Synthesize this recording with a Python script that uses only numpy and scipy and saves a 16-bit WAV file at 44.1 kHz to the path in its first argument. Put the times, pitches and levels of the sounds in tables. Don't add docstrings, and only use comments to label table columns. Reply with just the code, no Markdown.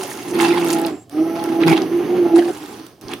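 import sys
import numpy as np
from scipy import signal
from scipy.fft import rfft, irfft, next_fast_len
from scipy.io import wavfile
from scipy.ndimage import uniform_filter1d, minimum_filter1d, map_coordinates

SR = 44100
rng = np.random.default_rng(int(sys.argv[2]) if len(sys.argv) > 2 else 0)


def transcribe(signal):
    frames = np.atleast_2d(signal).T
    limited = np.clip(frames, -1, 1)
    pcm = np.round(limited * 32767).astype(np.int16)
    wavfile.write(sys.argv[1], SR, pcm)


N = 141120

# start/s, length/s, level/dB, change over the gulp/dB, extra treble/dB
GULPS = [(-0.004, 0.13, -35, -2, 9.5), (0.135, 0.18, -39.5, -0.5, 8.5), (0.338, 0.054, -30, -1.5, -3),
         (0.392, 0.078, -24.5, 1, 4), (0.471, 0.18, -26, -4.5, 0.5), (0.654, 0.086, -32, 5, 5),
         (0.752, 0.15, -30.5, -8.5, -1), (1.356, 0.21, -36, -3, -3.5), (1.609, 0.047, -25, -13, -12),
         (1.67, 0.067, -19.5, -5, -1.5), (1.746, 0.034, -40, 16, -2), (2.357, 0.034, -24.5, -6, 2),
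         (2.398, .115, -40.5, 2.5, 3), (2.53, 0.27, -42, -3.5, 5.5), (3.094, 0.053, -33, -5, -2.5)]


def amp(db):
    return 10 ** (np.asarray(db) / 20)


def unit(x):
    return x / np.sqrt(np.mean(x ** 2) + 1e-20)


def clock():
    return np.arange(N) / SR


def curve(rows):
    return np.interp(clock(), *np.transpose(rows))


def along(points, hz):
    f, v = np.transpose(points)
    return np.interp(np.log(hz + 1), np.log(f + 1), v)


def wobble(rate):
    return map_coordinates(rng.standard_normal(4096), [clock() * rate + 2], mode="mirror")


def filtered(x, response):
    size = next_fast_len(N + SR // 2)
    return irfft(rfft(x, size) * response(np.fft.rfftfreq(size, 1 / SR)), size)[..., :N]


def coloured(x, spectrum):
    return unit(filtered(x, lambda hz: amp(along(spectrum, hz))))


def resonances(rows):
    return lambda f: sum(amp(db) * 1j * f * width / (hz * hz - f * f + 1j * f * width)
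                         for hz, width, db in rows)


def burst(start, length, attack_s=0.019, release_s=0.0048):
    t = clock() - start
    return np.clip(t / attack_s + .5, 0, 1) * np.exp(-np.maximum(t - length, 0) / release_s)


def shaft_tones(turns, multiples, rough, rough_hz):
    out = np.zeros(N)
    for multiple, db in multiples:
        shake = 1 + rough * (wobble(rough_hz) + 1j * wobble(rough_hz))
        out += amp(db) * np.sqrt(2) * np.real(shake * np.exp(2j * np.pi * multiple * turns))
    return out


def bubbles(per_s, size_db, cycles, lo_hz, hi_hz, count=15000, size=192):
    dice = rng.random((count, 4))
    start = np.cumsum(-np.log(1 - dice[:, 0])) / per_s
    hz = lo_hz * (hi_hz / lo_hz) ** dice[:, 1:2]
    strength = amp(-size_db * np.log(1 - .98 * dice[:, 2:3]))
    n = np.arange(size)
    rings = strength * hz * np.exp(-n / SR * hz / cycles) * np.sin(2 * np.pi * hz * n / SR)
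    places = (start * SR).astype(int)[:, None] + n
    return unit(np.bincount(places.ravel(), rings.ravel(), N)[:N])


def snap(start, hz, octaves, t60):
    size = 4096
    t, f = np.arange(size) / SR, np.fft.rfftfreq(size, 1 / SR)
    band = np.exp(-.5 * (np.log2((f + 1) / hz) / octaves) ** 2)
    noise = unit(irfft(rfft(rng.standard_normal(size)) * band))
    shot = noise * amp(-60 * t / t60) * (1 - np.exp(-t / 0.00014))
    return np.pad(shot / np.abs(shot).max(), (round(start * SR), N))[:N]


def kitchen():
    # f/Hz, level/dB
    spectrum = [(20, -16), (60, 8), (120, 25.5), (350, -4), (900, -78), (3000, -8), (15000, -20)]
    return amp(-51) * coloured(rng.standard_normal(N), spectrum)


def room(x):
    # f/Hz, time to fade 60 dB/s
    fade_times = [(150, 0.1), (1000, 0.03), (5000, 0.27), (15000, 0.2)]
    # f/Hz, level/dB
    echo_levels = [(150, -9.5), (350, -13.5), (700, -5), (2500, -6.5), (12000, -8)]
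    hz, t, noise = signal.stft(rng.standard_normal((2, SR // 3)), SR, nperseg=256)
    t60 = along(fade_times, hz)[:, None]
    energy = t60 * SR / np.log(10 ** 6)
    tail = signal.istft(noise * amp(-60 * t / t60) / np.sqrt(energy), SR, nperseg=256)[1]
    echo = signal.fftconvolve(x[None], tail, axes=1)[:, :N]
    return filtered(echo, lambda f: amp(along(echo_levels, f)))


def switch():
    # t/s, level/dB
    clicks = [(1.096, -31), (2.865, -30.5), (2.867, -29), (3.012, -29), (3.017, -34)]
    return sum(amp(db) * snap(start, hz=4700, octaves=2.0, t60=0.011) for start, db in clicks)


def singing():
    # start/s, length/s, level/dB
    spells = [(0.865, .17, -54), (2.466, 0.267, -56)]
    steel = resonances([(7400, 280, 0)])
    ring = unit(filtered(rng.standard_normal(N), steel))
    return sum(amp(db) * burst(start, length) for start, length, db in spells) * ring


def motor(turns):
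    # from/s, to/s
    pauses = [(.865, 1.101), (2.861, 3.012)]
    # f/Hz, level/dB
    brushes = [(50, -32), (500, 11.5), (1200, 13), (2000, 5), (3800, 3), (6100, 5), (7600, -19),
               (9300, 4.5), (11300, -13), (13000, 0), (15800, -3.5)]
    # multiple of shaft speed, level/dB
    whine_tones = [(12, -61.5), (36, -63), (60, -62.5), (72, -62.5), (78, -66)]
    # t/s, level/dB
    whine_level = [(0, 6), (1.1, -4), (1.3, 3.5), (1.85, 2), (2.3, -0.5), (2.5, -6), (3.2, -26)]
    coast_db_per_s, spin_up_s = 121, 0.0037
    t, drop_db = clock(), np.zeros(N)
    for off, on in pauses:
        coast_db = coast_db_per_s * np.clip(t - off, 0, on - off)
        drop_db += coast_db * np.exp(-np.maximum(t - on, 0) / spin_up_s)
    sparks = rng.standard_normal(N) * (1 + 0.15 * np.cos(2 * np.pi * turns))
    hiss = amp(-46.5) * coloured(sparks, brushes)
    whine = shaft_tones(turns + .0062 * wobble(500), whine_tones, rough=1.2, rough_hz=500)
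    return amp(-drop_db) * (hiss + amp(curve(whine_level)) * whine)


def sizzle():
    # start/s, length/s, level/dB
    spells = [(0.07, 0.054, -42), (0.336, 0.27, -42), (0.664, 0.082, -37), (1.659, 0.078, -39),
              (2.359, 0.37, -54)]
    # f/Hz, level/dB
    spectrum = [(5000, -44), (9000, 0), (12300, 2), (15800, -7)]
    drops = coloured(bubbles(per_s=1000, size_db=6, cycles=5, lo_hz=8400, hi_hz=14700), spectrum)
    return sum(amp(db) * burst(start, length) for start, length, db in spells) * drops


def burble():
    # t/s, level/dB
    level = [(.3, -43), (.43, -36), (.85, -36), (1.05, -59), (1.2, -40), (2, -40.5), (2.25, -32),
             (2.48, -33), (2.6, -57)]
    muffle = [(150, -21), (400, -5), (780, -0.5), (1000, -9), (2000, -43)]  # f/Hz, level/dB
    plops = bubbles(per_s=230, size_db=3.5, cycles=5.7, lo_hz=403.3, hi_hz=830, count=1200, size=2048)
    return amp(curve(level)) * coloured(plops, muffle)


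def gurgles():
    # start/s, length/s, f/Hz, level/dB
    pockets = [(0.016, 0.07, 753, -35.5), (0.041, 0.024, 575, -28.5), (.395, 0.059, 857, -27),
               (0.427, 0.05, 795, -25), (0.442, 0.028, 2650, -31), (0.496, 0.025, 2600, -31),
               (0.519, 0.043, 2027, -27.5), (1.674, 0.078, 2395, -26), (1.705, 0.056, 819.4, -22),
               (2.369, 0.032, 2014, -31), (2.354, 0.052, 768, -21.5), (2.386, 0.025, 3148, -36),
               (2.414, 0.021, 1660, -33.5), (2.485, 0.055, 1630, -44), (2.473, 0.036, 788, -31),
               (3.033, 0.036, 130, -36)]
    fall_octaves_per_s = 1.86
    out, waver, flutter = np.zeros(N), 1 + .06 * wobble(800), 1 + .55 * wobble(300)
    for start, length, hz, db in pockets:
        span = np.flatnonzero((clock() >= start) & (clock() < start + length))
        t = span / SR - start
        pitch = hz * 2 ** (-fall_octaves_per_s * t) * waver[span]
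        swell = amp(db) * np.sqrt(2) * np.sin(np.pi * t / length)
        out[span] += swell * np.sin(2 * np.pi * (np.cumsum(pitch) / SR + rng.random()))
    return out * flutter


def spatters():
    # t/s, level/dB, f/Hz
    blobs = [(.4, -9, 2490), (.409, -14.5, 9500), (0.421, -15.5, 8900), (.449, -13.5, 3500),
             (0.647, -18.5, 11400), (0.685, -18.5, 7600), (.703, -12.5, 5150), (.747, -21, 10000),
             (.786, -19, 11040), (0.797, -24, 10980), (0.815, -20, 10500), (0.849, -17.5, 3130),
             (.863, -18.5, 10800), (0.867, -20.5, 3900), (1.439, -17.5, 10900), (1.44, -24, 4500),
             (1.635, -10, 1946), (1.695, -17, 5000), (1.734, -16, 2798), (1.777, -14, 2595),
             (1.819, -20, 4303), (1.974, -33, 11200), (2.379, -23.5, 9702), (2.382, -26, 2350),
             (2.446, -28, 3804), (2.55, -33, 7000), (3.083, -24.5, 4282), (3.135, -14.5, 2684),
             (3.137, -23.5, 10050)]
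    return sum(amp(db) * snap(start, hz, octaves=0.43, t60=0.014) for start, db, hz in blobs)


def slurp(turns):
    # f/Hz, level/dB
    bubble_tone = [(60, -65), (200, -19), (500, -28), (820, 6), (1050, 2), (1400, 2), (2400, -1.5),
                   (3600, -3.5), (5500, -11), (10000, -54)]
    # f/Hz, level/dB
    spray_tone = [(700, -60), (4000, -3.5), (6500, 4), (8000, -1.5), (10000, 7), (12000, -25), (15500, 0)]
    bubble_gain, spray_gain = np.zeros(N), np.zeros(N)
    for start, length, db, change_db, treble_db in GULPS:
        progress = np.clip((clock() - start) / length, 0, 1)
        gulp = amp(db + change_db * progress) * burst(start, length)
        bubble_gain += gulp
        spray_gain += amp(treble_db) * gulp
    chop = unit(amp(2.5 * wobble(130)) * (1 + 0.2 * np.cos(2 * np.pi * turns)))
    coarse = bubbles(per_s=3500, size_db=5, cycles=3.6, lo_hz=584, hi_hz=7170)
    coarse += .5 * rng.standard_normal(N)
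    fine = bubbles(per_s=3500, size_db=0, cycles=2.4, lo_hz=3350, hi_hz=14000)
    fine += .5 * rng.standard_normal(N)
    spray_gain *= amp(-11 + 3.5 * wobble(110))
    return chop * (bubble_gain * coloured(coarse, bubble_tone) + spray_gain * coloured(fine, spray_tone))


def churn():
    # f/Hz, level/dB
    spectrum = [(20, -31), (60, -22), (130, -6.5), (250, 3.5), (420, -3.5), (560, -10.5), (900, -10),
                (1400, -16), (3000, -21.5), (8000, -46)]
    # f/Hz, width/Hz, level/dB
    pot = [(186.4, 23.7, 2.5), (346, 93, 8), (766, 14, 10)]
    # t/s, level/dB
    level = [(0, -33.5), (.24, -33.5), (.38, -21), (.6, -24.5), (.88, -24.5), (.98, -37.5), (1.08, -56),
             (1.17, -29), (1.4, -28), (1.58, -26), (1.71, -16.5), (1.85, -25), (2.15, -24), (2.42, -26.5),
             (2.54, -34), (2.78, -35.5), (2.98, -54.5), (3.05, -36.5), (3.14, -27.5), (3.2, -46)]
    ring = unit(filtered(coloured(rng.standard_normal(N), spectrum), resonances(pot)))
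    flow = coloured(rng.standard_normal(N), spectrum)
    lumps_db = 1.6 * wobble(40)
    return amp(curve(level) + lumps_db) * (amp(-1.5) * ring + amp(-7) * flow)


def blade(turns):
    # multiple of shaft speed, level/dB
    hum_tones = [(1, -33.5), (2, -1), (3, -28.5), (4, -33)]
    # t/s, level/dB
    bite = [(0, -26.5), (.16, -48), (.305, -32), (.322, -19), (.355, -19.5), (.385, -14), (.5, -16),
            (.72, -18.5), (.89, -23.5), (.93, -27), (.97, -68), (1.09, -56), (1.16, -22), (1.205, -15),
            (1.31, -25), (1.41, -28.5), (1.47, -18.5), (1.58, -18.5), (1.65, -13.5), (1.73, -14),
            (1.81, -24), (1.88, -30), (1.94, -16), (2.03, -21), (2.085, -29), (2.13, -15.5), (2.265, -13),
            (2.283, -24), (2.328, -16.5), (2.343, -6.5), (2.395, -6.5), (2.435, -19), (2.508, -16),
            (2.53, -78), (2.85, -43), (2.97, -83), (3.12, -32.5), (3.2, -48)]
    # multiple of shaft speed, level/dB
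    drone_tones = [(3, -53), (4, -39), (5, -37), (8, -49.5)]
    # t/s, level/dB
    strain = [(.3, -31), (.45, -7), (.88, 5), (1, -46), (1.1, -21), (1.18, 0), (1.75, 1.5), (1.88, -16),
              (2.1, -19), (2.3, 2), (2.49, -21), (2.54, -26), (3.2, -54)]
    # t/s, level/dB
    imbalance = [(.25, -50), (.42, -33.5), (.88, -34), (.98, -79), (1.2, -42), (2.5, -56)]
    air = sum(amp(db) * burst(start, length) for start, length, db, _, _ in GULPS)
    rough = .15 + .17 * np.sqrt(air / air.max())
    hum = amp(curve(bite) + wobble(70)) * shaft_tones(turns, hum_tones, rough, rough_hz=100.8)
    drone = amp(curve(strain)) * shaft_tones(turns, drone_tones, rough=.65, rough_hz=70)
    once_a_turn = [(1, 0)]
    one_sided_gulp = amp(-15) * burst(start=1.655, length=0.07)
    thud = one_sided_gulp * shaft_tones(turns, once_a_turn, rough=.15, rough_hz=90)
    throb = amp(curve(imbalance)) * shaft_tones(turns, once_a_turn, rough=.2, rough_hz=30)
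    return hum + drone + throb + thud


def scene():
    # t/s, turns a second/Hz
    speed = [(0, 190), (.1, 183), (.32, 176), (.44, 168), (.54, 175), (.72, 166.3), (.87, 166), (.95, 146),
             (1.095, 135), (1.145, 151.4), (1.24, 162.7), (1.39, 168), (1.5, 166), (1.69, 165), (1.86, 159),
             (1.95, 173), (2.17, 179.4), (2.3, 167.6), (2.5, 174), (2.865, 162), (3.012, 107), (3.06, 176),
             (3.2, 172)]
    # f/Hz, width/Hz, level/dB
    wall = [(820, 142, 6.5), (1980, 46, -14), (2680, 72, 0)]
    # f/Hz, level/dB
    balance = [(170, -2.5), (380, -3.5), (700, -1.9), (1200, -3), (2500, -3.5), (5000, -5.5), (8500, 0.1)]
    left_lag_s, sides = .00001, np.array([[1], [-1]])
    turns = np.cumsum(curve(speed) * (1 + 0.00421 * wobble(25.06))) / SR
    wet = amp(-2) * slurp(turns)
    sauce = churn() + burble() + wet + filtered(wet, resonances(wall))
    sauce += gurgles() + sizzle() + spatters()
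    near = motor(turns) + blade(turns) + singing() + sauce + switch()
    direct = filtered(near, lambda hz: np.exp(-1j * np.pi * hz * left_lag_s * sides))
    spread = amp(-6.5) * (motor(turns) + slurp(turns) + spatters() + switch()) * sides
    mix = kitchen() + direct + spread + room(near)
    return filtered(mix, lambda hz: amp(along(balance, hz) * sides / 2))


def record(dry):
    ceiling, top_hz = .98, 16100
    safe_gain = np.minimum(1, ceiling / (np.abs(dry).max(axis=0) + 1e-9))
    gain = uniform_filter1d(minimum_filter1d(safe_gain, size=600), size=300)
    return filtered(dry * gain, lambda hz: hz < top_hz)


dry = scene()
out = record(dry)
transcribe(out)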